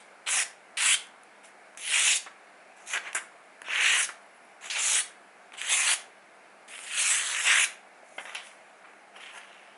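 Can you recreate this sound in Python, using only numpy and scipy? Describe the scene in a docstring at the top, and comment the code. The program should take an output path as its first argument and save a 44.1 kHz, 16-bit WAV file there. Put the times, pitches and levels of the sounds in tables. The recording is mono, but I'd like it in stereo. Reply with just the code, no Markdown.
"""In a small curtained room with a fan and mains hum, a sharp knife is drawn again and again through glossy paper.
The hand-held sheet is close by: dense random clicks stand for snapping fibres, filtered into its dull ring and a hiss.
Single snaps and swells of the same clicks are the sheet bitten, brushed and flexed; at the end it is turned over.
Two soft taps are fading sine tones, and one faint whistle is a fluttering tone that glides.
Shaped noise makes the fan, a steady tone the hum, and sparse fading echoes the room."""
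import sys
import numpy as np
from scipy import signal
from scipy.io import wavfile
from scipy.ndimage import uniform_filter1d

SR = 44100
rng = np.random.default_rng(int(sys.argv[2]) if len(sys.argv) > 2 else 0)


def generate_wav(sig):
    """Save sig (samples, or channels by samples) to the path in sys.argv[1] as 16-bit PCM at SR."""
    pcm = np.round(np.clip(np.atleast_2d(sig).T, -1, 1) * 32767).astype(np.int16)
    wavfile.write(sys.argv[1], SR, pcm)


N = 430857  # length in samples
HZ = np.fft.rfftfreq(256, 1 / SR)  # pitches of the short-time spectrum


def gain_of(db):
    """Turns decibels into a factor."""
    return 10 ** (np.asarray(db) / 20)


def evened(x):
    """Scales a signal to rms 1."""
    return x / np.sqrt(np.mean(x ** 2) + 1e-20)


def drift(size, count=N):
    """Slow random wandering: noise averaged twice over `size` steps, with rms 1."""
    noise = rng.standard_normal(count)
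    return evened(uniform_filter1d(uniform_filter1d(noise, size=size), size=size))


def patches_of(dims, pitch_size, time_size):
    """Random patches of pitch and time with rms 1, from noise averaged along both axes."""
    across_pitch = uniform_filter1d(rng.standard_normal(dims), size=pitch_size, axis=-2)
    return evened(uniform_filter1d(across_pitch, size=time_size, axis=-1))


def read(points, hz):
    """Reads a curve made of straight lines on a log-frequency axis."""
    f, value = np.transpose(points)
    return np.interp(np.log(hz + 1), np.log(f + 1), value)


def shape(points, hz):
    """Gain of a spectrum, scaled so that white noise keeps its power when the curve is not shifted."""
    return gain_of(read(points, hz)) / np.sqrt(np.mean(gain_of(read(points, HZ)) ** 2))


def frames(x):
    """Splits a sound into short-time spectra and gives their times."""
    _, t, z = signal.stft(x, SR, nperseg=256, noverlap=192)
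    return t, z


def unframed(z):
    """Turns short-time spectra back into sound."""
    return signal.istft(z, nperseg=256, noverlap=192)[1]


# Tone colour of the ringing sheet, also used for snaps: (pitch [Hz], relative level [dB])
SHEET_COLOUR = [(150, -74), (405, -16), (779, -9.5), (1450, -4.5), (1730, 0.5), (2920, -2.5), (3800, -10),
                (5200, -22), (6760, -19), (11400, -120)]
# Tone colour of the hiss at the blade, also used for snaps: (pitch [Hz], relative level [dB])
EDGE_COLOUR = [(2350, -57), (4000, -17.5), (4860, -13), (6330, -3.5), (8100, -1.5), (9840, 0), (11200, 2),
               (14600, -67)]
# The brightest band of the edge hiss wanders as the sheet bends and jumps up
# as the blade runs out: (time [s], pitch [Hz])
BRIGHT_PATH = [(.33, 8800), (.9, 9800), (1.8, 11100), (2.07, 6800), (2.15, 8900), (2.9, 6240), (3.17, 9200),
               (3.7, 6360), (3.96, 6250), (4.02, 9900), (4.72, 6800), (4.92, 7100), (5., 10000),
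               (5.74, 7500), (5.85, 6600), (5.91, 11000), (6.85, 8800), (7.1, 8100), (7.3, 7400),
               (7.52, 8000), (7.61, 10000), (8.1, 10100)]
# The hanging strip bends away and hollows the sheet's tone once:
# (time [s], half length [s], pitch [Hz], half width [Hz], level change [dB])
HOLLOW = (7.265, .065, 2500, 550, -13)
BRIGHT_DB, BRIGHT_OCTAVES = 4.5, 0.18  # lift of the bright band over the rest, and its half width
TILT_DB = -7  # tilt of the hiss per octave, flat below 4 kHz
PATCHY_DB = 2.2  # rms unevenness of the sheet's sound
BODY_HZ = 1204  # the whole sheet flapping fills in below this


def cuts():
    """Grains at the blade ring the sheet, whose pitch slides with its free length, and hiss directly in the treble."""
    sheet, edge, pitch, body_db = strokes()
    # under light pressure the tearing breaks up into separate creases
    light = .5 / (1 + (sheet / gain_of(-41)) ** 2)
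    dense = fibres(16000, 0.5, 1.2)
    creases = fibres(1800, 1.4, 3.5)
    grains = np.sqrt(1 - light) * dense + np.sqrt(light) * creases
    hiss = evened(0.25 * grains + fibres(20000, 0.4, 1.0))
    t, low = frames(sheet * grains)
    high = frames(edge * hiss)[1]
    sample_s = np.arange(N) / SR
    hz = HZ[:, None]

    # the pitch sways a little as the hand moves the sheet
    sway = 1 + .05 * drift(40, len(t))
    slide = np.clip(np.interp(t, sample_s, pitch) * sway, .5, 1.8)
    low = low * gain_of(np.interp(t, sample_s, body_db) / (1 + (hz / BODY_HZ) ** 4))
    hollow_s, half_s, hollow_hz, half_hz, hollow_db = HOLLOW
    hollow = np.exp(-((t - hollow_s) / half_s) ** 2 - ((hz - hollow_hz) / half_hz) ** 2)
    low = low * gain_of(hollow_db * hollow) * shape(SHEET_COLOUR, hz / slide)

    octaves_off = np.log2((hz + 1) / np.interp(t, *np.transpose(BRIGHT_PATH)))
    bright_db = BRIGHT_DB * (np.exp(-(octaves_off / BRIGHT_OCTAVES) ** 2) - .5)
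    tilt_db = TILT_DB * np.log2(np.maximum(hz / 8000, .5))
    high = high * shape(EDGE_COLOUR, hz) * gain_of(tilt_db + bright_db)

    # the bending sheet sends out its sound unevenly
    patches = patches_of((len(HZ), len(t)), 4, 50)
    return ports((low + high) * gain_of(PATCHY_DB * patches), t)


def fibres(per_s, spread_db, clump_db):
    """Tearing fibres: random clicks, a few of them large, coming in clumps of some milliseconds."""
    size = gain_of(spread_db * np.minimum(rng.exponential(1, N), 4)) * rng.standard_normal(N)
    snapping = rng.random(N) < per_s / SR
    return evened(size * snapping * gain_of(clump_db * drift(220)))


# One row a cut: (sheet pitch factor at the bite, and at the exit, low body boost [dB], pressure curve);
# pressure curve from bite to exit: (time [s], sheet level [dB], edge hiss over the sheet [dB])
CUTS = [ (1.16, 1.03, -3, [(.262, -42, -14), (.275, -28.5, -7), (.31, -35, 8.5), (.34, -30, 4.5),
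        (.428, -31.5, 4)]), (1.2, 1.26, -11, [(.77, -32, -6.5), (.82, -28, -1), (.86, -27.5, 4),
        (.948, -27, 3.5)]), (1.27, 1.13, -6.5, [(1.772, -51.5, 7), (1.85, -40.5, 0.5), (1.95, -28, -0.5),
        (2.04, -29, 3.5), (2.13, -29.5, 5.5), (2.172, -38, 12.5)]), (1.4, 0.87, 1, [(2.86, -58, 5),
        (2.88, -47, 5), (2.931, -39, 0.5), (2.937, -28.5, -5), (2.975, -32.5, -12)]),
        (0.66, 0.75, -8.5, [(3.148, -27.5, 1), (3.165, -28, -6), (3.183, -36, -5)]),
        (0.97, 1.015, -7.5, [(3.642, -49, -14), (3.71, -32.5, -15.5), (3.83, -23.5, -8), (3.98, -27.5, 0.5),
        (4.05, -36.5, 8.5)]), (1.44, 1.06, -0.5, [(4.699, -33.5, -9), (4.73, -37.5, -0.5),
        (4.77, -30.5, -6), (4.83, -36.5, 10), (4.91, -31, 8), (5.005, -30, 3.5)]),
        (1.11, 1.07, -2.5, [(5.568, -54, -6), (5.585, -43.5, -3), (5.62, -41.5, -1.5), (5.68, -39.5, 3),
        (5.72, -28, 2), (5.76, -34.5, 10), (5.85, -32, 6), (5.89, -29, 3), (5.94, -32.5, 7.5)]),
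        (1.07, 1.024, -8.5, [(6.678, -54, 3), (6.74, -46, -4), (6.78, -51, 0), (6.96, -36, 0),
        (6.982, -29.5, 1), (7.1, -33, 7.5), (7.17, -35, 7.5), (7.21, -29, -4.5), (7.35, -29.5, -6),
        (7.43, -33.5, 1), (7.475, -21, -7), (7.56, -22, -6.5), (7.645, -28.5, 3.5)]), ]
# The sheet brushed or flexed: (start [s], swell [s], fade by 60 dB [s], top level [dB],
# hiss over the sheet [dB], pitch factor, low body boost [dB])
RUSTLES = [(.001, 0.0011, 0.35, -60, 1, 1.7, 21), (1.432, 0.016, 0.18, -50.5, 1, 0.95, 6),
           (2.264, 0.0027, 0.09, -30.5, -32, 0.54, -10), (2.763, .006, 2.1, -60, 0.5, 1, -1),
           (3.034, 0.042, 0.15, -37.5, -18, 0.92, 5), (4.088, 0.0023, 0.085, -34, -37, 0.79, 1.5),
           (4.609, 0.051, 0.21, -43, -1, 1.04, 4), (5.532, 0.0079, 0.079, -47.5, -3.5, 1.17, 13),
           (8.04, 0.19, 1.3, -84.5, 30.5, 0.87, 6), (8.18, 0.0022, 0.14, -36.5, -37, 0.92, 7),
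           (8.252, 0.0024, 1.1, -47, -24, 0.99, 6), (8.349, 0.0012, 0.2, -34.5, -17, 1.3, 8),
           (8.39, 0.084, 0.28, -60, 8.5, 1.7, 17), (8.838, 0.007, 0.31, -51, -30, 0.73, 3),
           (9.145, 0.023, 0.16, -46, -16, 0.87, 7.5), (9.198, 0.0057, 2, -47.5, -13, 1.08, 0),
           (9.326, 0.057, 0.055, -46.5, -3.5, 1.1, 14)]
BITE_S = 0.0012  # the blade enters at once
EXIT_T60_S, EXIT_PITCH = 0.049, 1.4  # when it leaves, the strip flicks off higher: fade [s], pitch factor
SWELL_FROM_DB = -12.5  # where a rustle starts, below its top


def strokes():
    """Pressure sets the sheet level and edge hiss; where strokes overlap, the louder weighs more on pitch and body."""
    t = np.arange(N) / SR
    sheet, edge, pitch, body = np.zeros((4, N))
    shapes = []
    for first, last, low_db, rows in CUTS:
        shapes.append((first, last, EXIT_PITCH, EXIT_T60_S, low_db, *np.transpose(rows)))
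    for s, swell, t60, db, hiss_db, factor, low_db in RUSTLES:
        times, levels = np.array([s, s + swell]), [db + SWELL_FROM_DB, db]
        shapes.append((factor, factor, 1, t60, low_db, times, levels, [hiss_db] * 2))

    for first, last, flick, t60, low_db, s, db, hiss_db in shapes:
        on = slice(round(s[0] * SR), round((s[-1] + t60) * SR))
        u = t[on]
        fade_db = 60 * np.maximum(u - s[-1], 0) / t60
        power = gain_of(2 * (np.interp(u, s, db) - fade_db))
        power *= np.clip((u - s[0]) / BITE_S, 0, 1) ** 2
        sliding = np.interp(u, s[[0, -1]], [first, last])
        sheet[on] += power
        edge[on] += power * gain_of(2 * np.interp(u, s, hiss_db))
        pitch[on] += power * np.where(u < s[-1], sliding, last * flick)
        body[on] += power * low_db
    total = sheet + 1e-12
    return np.sqrt(sheet), np.sqrt(edge), (pitch + 1e-12) / total, body / total


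# Single snaps as the blade bites or the fingers flex the sheet:
# (time [s], relative level [dB], treble over body [dB], pitch factor)
SNAPS = [(1.07, -45, 6, 1), (1.2352, -42, 1, .8), (1.75, -31, -20, .7), (1.7744, -28, 1, 1),
         (3.131, -22, -8, 1), (2.264, -24, -25, .6), (2.975, -17, -16, .9), (3.6187, -17, -15, .7),
         (3.685, -17, -26, .6), (5.522, -30, -19, .8), (5.6163, -14, -10, 1), (6.7804, -31, -3, 1.05),
         (6.791, -23, -11, .9), (6.838, -28, -1, 1), (6.9765, -18, -5, 1.3), (8.349, -25, -1, .9),
         (8.9347, -35, -30, .7), (9.238, -31, -20, 1)]


def snaps():
    """Each snap is a sharp click with a few milliseconds of crackle, given the sheet and edge colours."""
    low, high = np.zeros((2, N))
    t = np.arange(400) / SR
    crackle = 0.3 * rng.standard_normal((len(SNAPS), len(t))) * gain_of(-60 * t / 0.009)
    crackle[:, 0] = 1.6  # the click itself
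    for (s, db, treble_db, _), burst in zip(SNAPS, crackle):
        at = round(s * SR)
        low[at:at + len(t)] += gain_of(db) * burst
        high[at:at + len(t)] += gain_of(db + treble_db) * burst
    frame_s, body = frames(low)
    treble = frames(high)[1]
    # each moment takes the pitch of the nearest snap
    snap_s, _, _, pitch = np.transpose(SNAPS)
    nearest = np.abs(frame_s[:, None] - snap_s).argmin(axis=1)
    slide = np.clip(pitch, .2, 2)[nearest]
    body = body * shape(SHEET_COLOUR, HZ[:, None] / slide) ** 0.85  # slightly softened colour
    return ports(body + treble * shape(EDGE_COLOUR, HZ)[:, None], frame_s)


# Soft low taps: (time [s], relative level [dB], pitch [Hz])
TAPS = [(8.031, -36, 640), (8.121, -38, 650)]
TAP_T60_S = 0.023  # time to fade by 60 dB


def taps():
    """A soft tap is a short low tone that starts quickly and dies away."""
    out, t = np.zeros(N), np.arange(N) / SR
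    for s, db, hz in TAPS:
        u = np.maximum(t - s, 0)
        swell = np.minimum(u / 0.0022, 1)
        out += gain_of(db - 60 * u / TAP_T60_S) * swell * np.sin(2 * np.pi * hz * u)
    return out


# The gliding pitch of the faint whistle: (time [s], pitch [Hz])
WHISTLE_PATH = [(4.16, 8200), (4.26, 10600), (4.34, 10100), (4.45, 10800), (4.52, 10100), (4.63, 9900)]
WHISTLE_DB = -72  # relative level


def whistle():
    """A thin tone glides along its path, swelling and sinking, with a random flutter in its strength."""
    t = np.arange(N) / SR
    s, hz = np.transpose(WHISTLE_PATH)
    flutter = evened(uniform_filter1d(rng.standard_normal(N), size=400))
    progress = np.clip((t - s[0]) / (s[-1] - s[0]), 0, 1)
    swell = np.sqrt(np.sin(np.pi * progress) + 1e-12)
    tone = np.sin(2 * np.pi * np.cumsum(np.interp(t, s, hz)) / SR)
    return gain_of(WHISTLE_DB) * swell * flutter * tone


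# The sheet leans to the right, further in the middle, and ends as it began:
# (time [s], treble left over right [dB])
LEAN = [(.6, -4), (4.9, -7), (7.3, -7.5), (9.3, -4)]
# How much of that lean is felt at each pitch: (pitch [Hz], share)
SHADOW = [(300, 0.19), (2000, 0.15), (5000, 1.14), (7500, 0.91), (11000, 1.38)]


def ports(z, t):
    """The housing of the two microphones shades and phase-shifts the far side, most in the treble."""
    lean_db = np.interp(t, *np.transpose(LEAN)) * read(SHADOW, HZ)[:, None]
    left = gain_of(lean_db / 2) * np.exp(1j * 0.17 * lean_db)
    right = gain_of(-lean_db / 2)
    # sound bent round the housing arrives with a wandering phase
    bent = left * np.exp(1j * 0.12 * lean_db * patches_of(z.shape, 3, 12))
    # scaled so that both sides added, before the wandering, keep the level
    pair = np.array([bent, right]) * 2 / np.abs(left + right)
    return unframed(z * pair)[:, :N]


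# The moving band that the housing weakens: (time [s], pitch [Hz])
DIP_PATH = [(5., 4740), (6.9, 6100), (7.05, 4870), (7.3, 5300), (7.5, 4300), (8.15, 5550), (8.33, 4000),
            (9.3, 4400)]


def housing(x):
    """The housing lifts one band of close sound and weakens another, which moves as the sheet turns."""
    t, z = frames(x)
    hz = HZ[:, None]
    dip_hz = np.interp(t, *np.transpose(DIP_PATH))
    lift_db = 3.0 * np.exp(-((hz - 2700) / 500) ** 2)
    dip_db = -6.5 * np.exp(-((hz - dip_hz) / 600) ** 2)
    return unframed(z * gain_of(lift_db + dip_db))[:, :N]


# How long the room echoes last: (pitch [Hz], time to fade by 60 dB [s])
ROOM_FADE = [(300, 0.68), (2000, 0.36), (10000, 0.24)]


def room(x):
    """Sparse echoes of random sign fade at a speed set by pitch.

    Three random tails take turns in a steady cycle, which keeps the echo from ringing at fixed pitches."""
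    out = np.zeros((2, N))
    turn = 2 * np.pi * 1.7 * np.arange(N) / SR
    for k in range(3):
        echoes = np.zeros((2, 20000))
        at = np.arange(120, 19980, 20) + rng.integers(0, 20, (2, 993))
        np.put_along_axis(echoes, at, rng.choice([-1., 1.], at.shape), 1)
        echoes[1] = 0.55 * echoes[0] + 0.79 * echoes[1]  # the two sides are partly alike
        t, z = frames(echoes)
        tail = unframed(z * gain_of(-60 * t / read(ROOM_FADE, HZ)[:, None]))
        tail = tail / np.linalg.norm(tail, axis=1, keepdims=True)
        share = np.sqrt(2 / 3) * np.cos(turn + k * np.pi / 3)  # the three powers add up to one
        out += signal.fftconvolve(x * share, tail, axes=1)[:, :N]
    return out


# Tone colour of the fan's air noise: (pitch [Hz], relative level [dB])
FAN_COLOUR = [(30, -52), (114, -29), (188, -10.5), (574, -2.5), (683, 3.5), (990, -3.5), (1710, -1.5),
              (1930, -6), (2140, -2), (3340, -17), (6500, -21.5), (11200, -19.5), (14600, -59)]
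# How alike left and right are: (pitch [Hz], likeness from 0 to 1)
FAN_SAME = [(60, 0.63), (340, 0.99), (1910, 0.57), (10800, 0.019)]
# Balance of the two sides: (pitch [Hz], left over right [dB])
FAN_LEAN = [(60, 2.5), (10800, -4.5)]
FAN_DB = -54  # rms level of the air noise, left and right averaged


def fan():
    """Steady air noise: random spectra with faint patches, shared in part by left and right."""
    count, hz = N // 256 + 5, np.fft.rfftfreq(1024, 1 / SR)
    a, b, c, d = rng.standard_normal((4, len(hz), count))
    left, other = a + 1j * b, c + 1j * d
    same = np.clip(read(FAN_SAME, hz), -1, 1)[:, None]
    z = np.array([left, same * left + np.sqrt(1 - same ** 2) * other])
    half_lean_db = read(FAN_LEAN, hz)[:, None] / 2
    patches_db = patches_of((len(hz), count), 10, 14)
    z *= gain_of(read(FAN_COLOUR, hz)[:, None] + patches_db + np.array([half_lean_db, -half_lean_db]))
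    air = signal.istft(z, nperseg=1024, noverlap=768)[1][:, :N]
    return gain_of(FAN_DB) * air / np.sqrt(np.mean(air.mean(0) ** 2))


HUM_HZ, HUM_DB = 200.1, -77.5  # pitch, and rms level around which it wavers


def hum():
    """The mains hum is one low tone whose level wavers slightly."""
    level = gain_of(HUM_DB + 0.5 * drift(4000))
    return np.sqrt(2) * level * np.sin(2 * np.pi * HUM_HZ * np.arange(N) / SR)


def scene():
    """The paper and small sounds, heard close and through the room, over the fan and hum."""
    near = cuts() + snaps() + taps() + whistle()
    return gain_of(0.09) * housing(near) + gain_of(-8.0) * room(near) + fan() + hum()


CUTOFF_HZ = 11030


def record(dry):
    """A steep low-pass filter removes the treble above the cutoff."""
    low_pass = signal.firwin(3001, CUTOFF_HZ, window=("kaiser", 7), fs=SR)
    return signal.oaconvolve(dry, low_pass[None], "same")


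dry = scene()
out = record(dry)
generate_wav(out)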